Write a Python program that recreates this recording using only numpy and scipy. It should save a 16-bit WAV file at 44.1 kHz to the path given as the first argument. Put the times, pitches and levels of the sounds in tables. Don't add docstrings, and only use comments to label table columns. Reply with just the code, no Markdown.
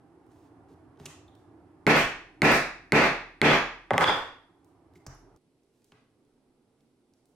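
import sys
import numpy as np
from scipy import signal
from scipy.fft import rfft, irfft
from scipy.io import wavfile
from scipy.ndimage import uniform_filter1d, minimum_filter1d

SR = 44100
rng = np.random.default_rng(int(sys.argv[2]) if len(sys.argv) > 2 else 0)


def how_loud(loudness_db):
    steps = np.asarray(loudness_db, float) / 20
    return 10 ** steps


def store_pcm(level_fs):
    pcm = np.round(np.clip(level_fs, -1, 1) * 32767).astype(np.int16)
    wavfile.write(sys.argv[1], SR, np.atleast_2d(pcm).T)


N = 324540
CHANGE_S = 5.374

# f/Hz, level/dB, T60/s
TABLE_MODES = [(39, -24.5, 1), (60, -24, 0.39), (86, -8.5, 0.27), (114.8, -12, .3), (154.7, -1, .35),
               (178.9, -4.5, 0.19), (251, -5.5, 0.36), (389, -6, 0.37), (415.4, -0.5, .15)]
# f/Hz, density/dB per Hz
MAT_COLOUR = [(59, -46), (100, -10.5), (156, -11.5), (481, -3), (547, -1), (991, 2), (1200, 1.5),
              (1650, -2), (3940, -20.5), (10700, -36.5), (16000, -50.5)]


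def read(points, hz):
    f, value = np.transpose(points)
    return np.interp(np.log(hz + 1), np.log(f + 1), value)


def evened(x):
    return x / np.sqrt(np.mean(x ** 2) + 1e-20)


def add(mix, s, sound):
    part = mix[round(s * SR):][:len(sound)]
    part += sound[:len(part)]


def paired(a, b, same):
    same = np.clip(same, -1, 1)[:, None]
    return np.array([a, same * a + np.sqrt(1 - same ** 2) * b])


def noise(gain, same_points, hop=256):
    frames = N // hop + 5
    hz = np.fft.rfftfreq(4 * hop, 1 / SR)
    a, b, c, d = rng.standard_normal((frames, len(hz), 4)).T
    z = paired(a + 1j * b, c + 1j * d, read(same_points, hz))
    z = z * gain(hz[:, None], np.arange(frames) * hop / SR)
    return signal.istft(z, nperseg=4 * hop, noverlap=3 * hop)[1][:, :N]


def ring(modes, tilt_db=0., detune=0., rise=.8, centre_hz=1000):
    hz, db, t60 = np.transpose(modes)[:, :, None]
    hz = hz * (1 + detune * rng.standard_normal(hz.shape))
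    t = np.arange(int(np.max(t60) * SR) + 2) / SR
    side = (-1.) ** np.arange(len(hz))[:, None]
    decay = how_loud(db + tilt_db * np.log2(hz / centre_hz) - 60 * t / t60)
    build = 1 - np.exp(-t * hz / rise)
    return (side * decay * build * np.sin(2 * np.pi * hz * t)).sum(0)


def pulse(points, tilt_db):
    hz = abs(np.fft.fftfreq(4096, 1 / SR))
    db = read(points, hz) + tilt_db * np.log2((hz + 50) / 1000)
    log_gain = np.log(how_loud(np.maximum(db, -100)))
    click = np.fft.ifft(np.exp(np.conj(signal.hilbert(log_gain)))).real[:2048]
    return click / np.linalg.norm(click)


def scattered(click):
    longest_s = .0055
    wander = evened(uniform_filter1d(rng.standard_normal(2049), size=24))
    delay = longest_s * (.5 + .5 * np.tanh(wander))
    phase = -2j * np.pi * np.cumsum(delay) * SR / 4096
    return irfft(rfft(click, 4096) * np.exp(phase), 4096)


def room(x):
    # f/Hz, T60/s
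    room_t60 = [(40, 0.52), (110, 0.24), (280, 0.36), (740, 0.46), (1940, .5), (5120, 0.46), (9000, 0.36),
                (15000, 0.24)]
    # f/Hz, likeness
    room_same = [(120, 1), (250, .985), (500, .8), (1000, .64), (2000, .45), (4000, .05), (16000, .05)]
    # f/Hz, share
    room_late = [(200, .45), (800, 0.52), (2200, .6), (5000, 0.8), (14000, 0.52)]
    taps = np.zeros((2, SR))
    at = np.arange(120, SR - 16, 16) + rng.integers(0, 16, (2, (SR - 121) // 16))
    np.put_along_axis(taps, at, rng.choice([-1., 1.], at.shape), 1)
    hz, t, z = signal.stft(taps, SR, nperseg=256)
    z = paired(*z, read(room_same, hz)) * how_loud(-60 * t / read(room_t60, hz)[:, None])
    z *= 1 - np.clip(read(room_late, hz), 0, .95)[:, None] / (1 + (t / 0.036) ** 4)
    tail = signal.istft(z, SR, nperseg=256)[1]
    tail[:, :100] = 0
    return signal.fftconvolve(x[None], tail / np.linalg.norm(tail[0]), axes=1)[:, :N]


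def hum():
    # t/s, level/dB
    hum_level = [(0, -50), (0.552, -47.5), (1.011, -48), (1.85, -48), (4.399, -55.5), (5.0, -51),
                 (5.361, -50), (5.386, -62), (6.301, -59.5), (6.4, -58.5), (6.65, -59.5), (7.099, -61),
                 (7.36, -59)]
    # f/Hz, density/dB per Hz
    hum_near = [(15, -48.5), (25, -10.5), (48, -21.5), (102, 6), (139, -14.5), (171, -0.5), (215, -23),
                (264, 1.5), (318, 4), (522, -13.5), (790, -8.5), (1050, -14.5), (1190, -16.5), (1700, -24),
                (3500, -41), (4550, -82.5), (7700, -120)]
    # f/Hz, density/dB per Hz
    hum_far = [(25, -14), (50, -11.5), (80, -13), (135, -2.5), (190, -10), (250, 2), (310, -2), (400, -3),
               (600, -14.5), (800, -15), (1100, -21.5), (1400, -23), (2000, -31), (3500, -56)]
    # f/Hz, likeness
    hum_same = [(60, 1), (240, 0.93), (950, 0.78), (3770, 0.0058), (15000, 0.03)]
    # f/Hz, density/dB per Hz
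    hiss_colour = [(1180, -32.5), (2000, 3.5), (4970, 1), (7010, -4), (7720, -0.5), (11500, -1),
                   (12500, -27), (16500, -20)]
    s, db = np.transpose(hum_level)

    def rumble(hz, t):
        patches = rng.standard_normal((len(t), len(hz))).T
        patches = evened(uniform_filter1d(uniform_filter1d(patches, 4, 0), 8, 1))
        colour = np.where(t < CHANGE_S, read(hum_near, hz), read(hum_far, hz))
        colour = how_loud(colour - 80 * (hz > 3600))
        return colour / np.sqrt((colour ** 2).sum(0)) * how_loud(np.interp(t, s, db) + 1.3 * patches)

    def hiss_gain(hz, t):
        return how_loud(read(hiss_colour, hz) - 60 * (hz < 1800)) + 0 * t

    low = noise(rumble, hum_same, hop=512) * how_loud(-7.0) * how_loud([[-1.01], [1.01]])
    hiss = evened(noise(hiss_gain, [(100, .3), (16000, .2)]))
    return low + how_loud(-82.5) * hiss


def rustles(near, far, after_change):
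    # start/s, end/s, level/dB, centre f/Hz
    slides = [
        (0.272, 0.514, -78, 6000),
        (0.678, 0.753, -76, 4200),
        (0.981, 1.07, -67.5, 3500),
        (4.947, 4.985, -70, 5000),
        (5.715, 5.88, -83, 7300),
        (6.775, 6.827, -85.5, 5000),
    ]
    for start, end, db, hz in slides:
        if (start > CHANGE_S) == after_change:
            count = int((end - start) * SR)
            slips = rng.random(count) < 400 / SR
            slips = slips * how_loud(3.9 * np.minimum(rng.exponential(1, count), 3))
            band = signal.butter(1, [hz * 0.15, min(hz * 1.4, SR / 2.2)], "bandpass", fs=SR)
            rub = signal.lfilter(*band, rng.standard_normal(count) * (0.43 + slips))
            rub = how_loud(db) * evened(rub) * signal.windows.tukey(count, .4)
            add(near, start, rub)
            add(far, start, 0.5 * rub)


def ticks(near, far, after_change):
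    # t/s, peak level/dB, f/Hz, width/octaves
    touches = [(0.2651, -69, 6100, 2.4), (.959, -66, 1200, 1.4), (.9738, -68, 3440, 1.1),
               (0.9987, -54.5, 3020, 1.3), (1.056, -38.5, 6700, 0.79), (1.0584, -40, 2750, 0.83),
               (1.2795, -58, 3533, 0.25), (1.352, -59.5, 4450, 2.4), (4.6457, -63, 8200, 2.3),
               (4.7206, -76, 3000, 0.92), (4.9368, -66, 5500, 1.74), (4.956, -60, 2100, 0.16),
               (5.065, -43.5, 5740, 0.42), (5.0673, -45, 1482, 7), (5.148, -62.5, 10700, 0.22),
               (5.362, -63, 5750, 1.4), (5.3725, -67.5, 4000, 2.4), (5.634, -72.5, 5980, 1.1),
               (5.82, -69, 3960, 1.5), (5.8437, -59.5, 6250, 1.6), (5.9198, -52.5, 2300, 1.24),
               (6.2503, -71, 4670, 1.3), (6.807, -68, 3000, 2.1), (7.1367, -65, 5230, 1.18),
               (7.256, -63.5, 7760, 1.7)]
    for s, db, hz, width in touches:
        if (s > CHANGE_S) == after_change:
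            t60 = min(0.016 * how_loud(0.34 * (db + 65)) / width ** 0.35, .045)
            t = np.arange(int(t60 * SR)) / SR
            scrape = rng.standard_normal(len(t)) * how_loud(-60 * t / t60)
            scrape[0] += 1.1
            click = pulse([(hz / 4 ** width, -40), (hz / 2 ** width, -12), (hz, 0),
                           (hz * 2 ** width, -12), (hz * 4 ** width, -30)], 0)
            room_db = 17.5 + np.log2(hz / 4000) - width
            add(near, s, how_loud(db) * np.convolve(scrape, click[:700]))
            add(far, s, how_loud(db + room_db) * click)


def thuds(near, table, far, after_change):
    # t/s, level/dB, tilt/dB per octave, room level/dB
    bumps = [
        (0.701, -58, 2, 2),
        (1, -45, -2, 13.5),
        (1.057, -50, -3, 26.5),
        (4.957, -60, 5.5, 8),
        (5.0658, -43.5, -9, 21.5),
        (5.922, -57.5, -0.5, 23),
    ]
    for s, db, tilt_db, room_db in bumps:
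        if (s > CHANGE_S) == after_change:
            add(table, s, how_loud(db) * ring(TABLE_MODES, tilt_db, 0.071, rise=.3, centre_hz=155.0))
            add(near, s, how_loud(db + 8 + 0.62 * room_db) * pulse(MAT_COLOUR, -5.5))
            add(far, s, how_loud(db + room_db) * pulse(MAT_COLOUR, -1.8))


def handling(after_change):
    near, table, far = np.zeros((3, N))
    ticks(near, far, after_change)
    thuds(near, table, far, after_change)
    rustles(near, far, after_change)
    return near * how_loud([[-.8], [.8]]) + table + room(far)


def strikes(rows, modes, steel, colour, drive_db, room_db):
    tool, table, far = np.zeros((3, N))
    for s, db, tilt_db, thump_db, knock_db, steel_db in rows:
        s = s + .0012
        size = how_loud(db + drive_db)
        knock = size * how_loud(knock_db)
        add(tool, s, knock * ring(modes, tilt_db + 0.41 * knock_db, 0.0085))
        add(tool, s, knock * how_loud(-2) * pulse(colour, tilt_db + 6.0))
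        add(far, s, size * how_loud(room_db) * scattered(pulse(colour, tilt_db)))
        add(table, s, size * how_loud(thump_db - 18.0) * ring(TABLE_MODES, 0, 0.014, rise=2.0))
        steel_ring = size * how_loud(steel_db) * ring(steel, 0, 0.022)
        add(tool, s, steel_ring)
        add(far, s, steel_ring * how_loud(-0.3))
    return tool + table + room(far)


def mallet_landings():
    # t/s, head level/dB, handle level/dB, brightness/dB per octave, shank ring/dB
    rocks = [
        (3.9055, -19.5, -19.5, -2.5, -38.5),
        (3.9335, -28.5, -22, 0.5, -56.5),
        (3.9787, -9.5, -14.5, 2, -39),
        (4.008, -23, -21, 3.5, -47),
        (4.0408, -15, -38, 0.1, -18.5),
        (4.0889, -33, -20.5, 4.5, -41),
    ]
    # f/Hz, level/dB, T60/s
    mallet_modes = [(414, -11.5, 0.023), (613, -2, 0.014), (828, -5, 0.041), (1186, -9, .025),
                    (1565, -10.5, 0.011), (2000, -3, 0.013), (3245, -14, 0.0063), (5000, -23.5, 0.0059),
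                    (8100, -32.5, 0.0035), (12500, -34.5, .003)]
    # f/Hz, level/dB, T60/s
    shank_modes = [(1120, -11.5, .012), (3370, 2.5, .013), (3340, 4.5, .015), (3700, -3.5, 0.01),
                   (4870, -9, .011)]
    contacts = []
    for s, head_db, handle_db, tilt_db, shank_db in rocks:
        contacts.append((s, head_db, tilt_db, shank_db))
        contacts.append((s + 0.0053, handle_db, tilt_db - 6, shank_db - 14))
    rows = []
    for s, db, tilt_db, shank_db in contacts:
        thump_db = -26 - db + .3 * (db + 19.5)
        rows.append((s, db, tilt_db, thump_db, 3, shank_db - db))
    return strikes(rows, mallet_modes, shank_modes, MAT_COLOUR, drive_db=6, room_db=15)


def punch_blows():
    # t/s, strength/dB, squareness/dB (0 = flat on the punch, below = glancing), steel ring/dB
    hits = [
        (1.8658, -15, -7, -24.5),
        (2.418, -14.5, -1.5, -33),
        (2.9202, -13, -0.76, -31.5),
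        (3.4149, -13, -0.1, -5),
    ]
    # f/Hz, level/dB, T60/s
    punch_modes = [(312, 5, 0.014), (920, -17, 0.0023), (2130, 9, 0.0093), (4300, 0, 0.0055),
                   (6800, -21, 0.012), (8680, -1.5, 0.0016), (12280, -43.5, .003)]
    # f/Hz, level/dB, T60/s
    steel_modes = [(3170, 4, 0.0039), (6600, -21, .004)]
    # f/Hz, density/dB per Hz
    blow_colour = [(60, -39), (140, -9), (200, -4), (260, -2), (400, -4.5), (1000, -9), (2600, -10),
                   (3050, -23.5), (4480, -24), (5300, -29), (5930, -29), (9000, -41.5), (15500, -48),
                   (16300, -73.5)]
    rows = []
    for s, db, square_db, steel_db in hits:
        tilt_db = 0.28 - 0.04 * square_db
        rows.append((s, db, tilt_db, 0.5, -2.7 + square_db, steel_db))
    return strikes(rows, punch_modes, steel_modes, blow_colour, drive_db=19, room_db=17)


def scene():
    first = punch_blows() + mallet_landings() + handling(False)
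    before = np.arange(N) < CHANGE_S * SR
    return np.where(before, first, handling(True)) + hum()


def limiter(x):
    peak_db = 20 * np.log10(-minimum_filter1d(-abs(x).max(0), size=29) + 1e-9)
    fall = np.arange(N) * 250. / SR
    held_db = np.maximum.accumulate(peak_db + fall) - fall
    over_db = np.maximum(held_db + 9.5, 0)
    return x / how_loud(.86 * uniform_filter1d(over_db, size=37))


def ports(x):
    # f/Hz, left minus right level/dB
    port_balance = [(120, 0.55), (500, -0.9), (2000, -1.14), (5000, -0.35), (12000, -2.1)]
    edge_hz, edge_width_hz = 16750, 700
    hz = np.fft.rfftfreq(512, 1 / SR)
    gains = how_loud(np.outer([.5, -.5], read(port_balance, hz)))
    gains = gains * np.clip((edge_hz - hz) / edge_width_hz, 0, 1) ** 2
    left, right = [signal.firwin2(127, hz, gain, window="blackman", fs=SR) for gain in gains]
    taps = np.array([left, np.roll(right, 1)])
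    return signal.oaconvolve(x, taps, "same", axes=1)


def band_limit(x):
    return signal.sosfilt(signal.butter(12, 16810, fs=SR, output="sos"), x)


def record(dry):
    return band_limit(ports(limiter(dry)))


dry = scene()
out = record(dry)
store_pcm(out)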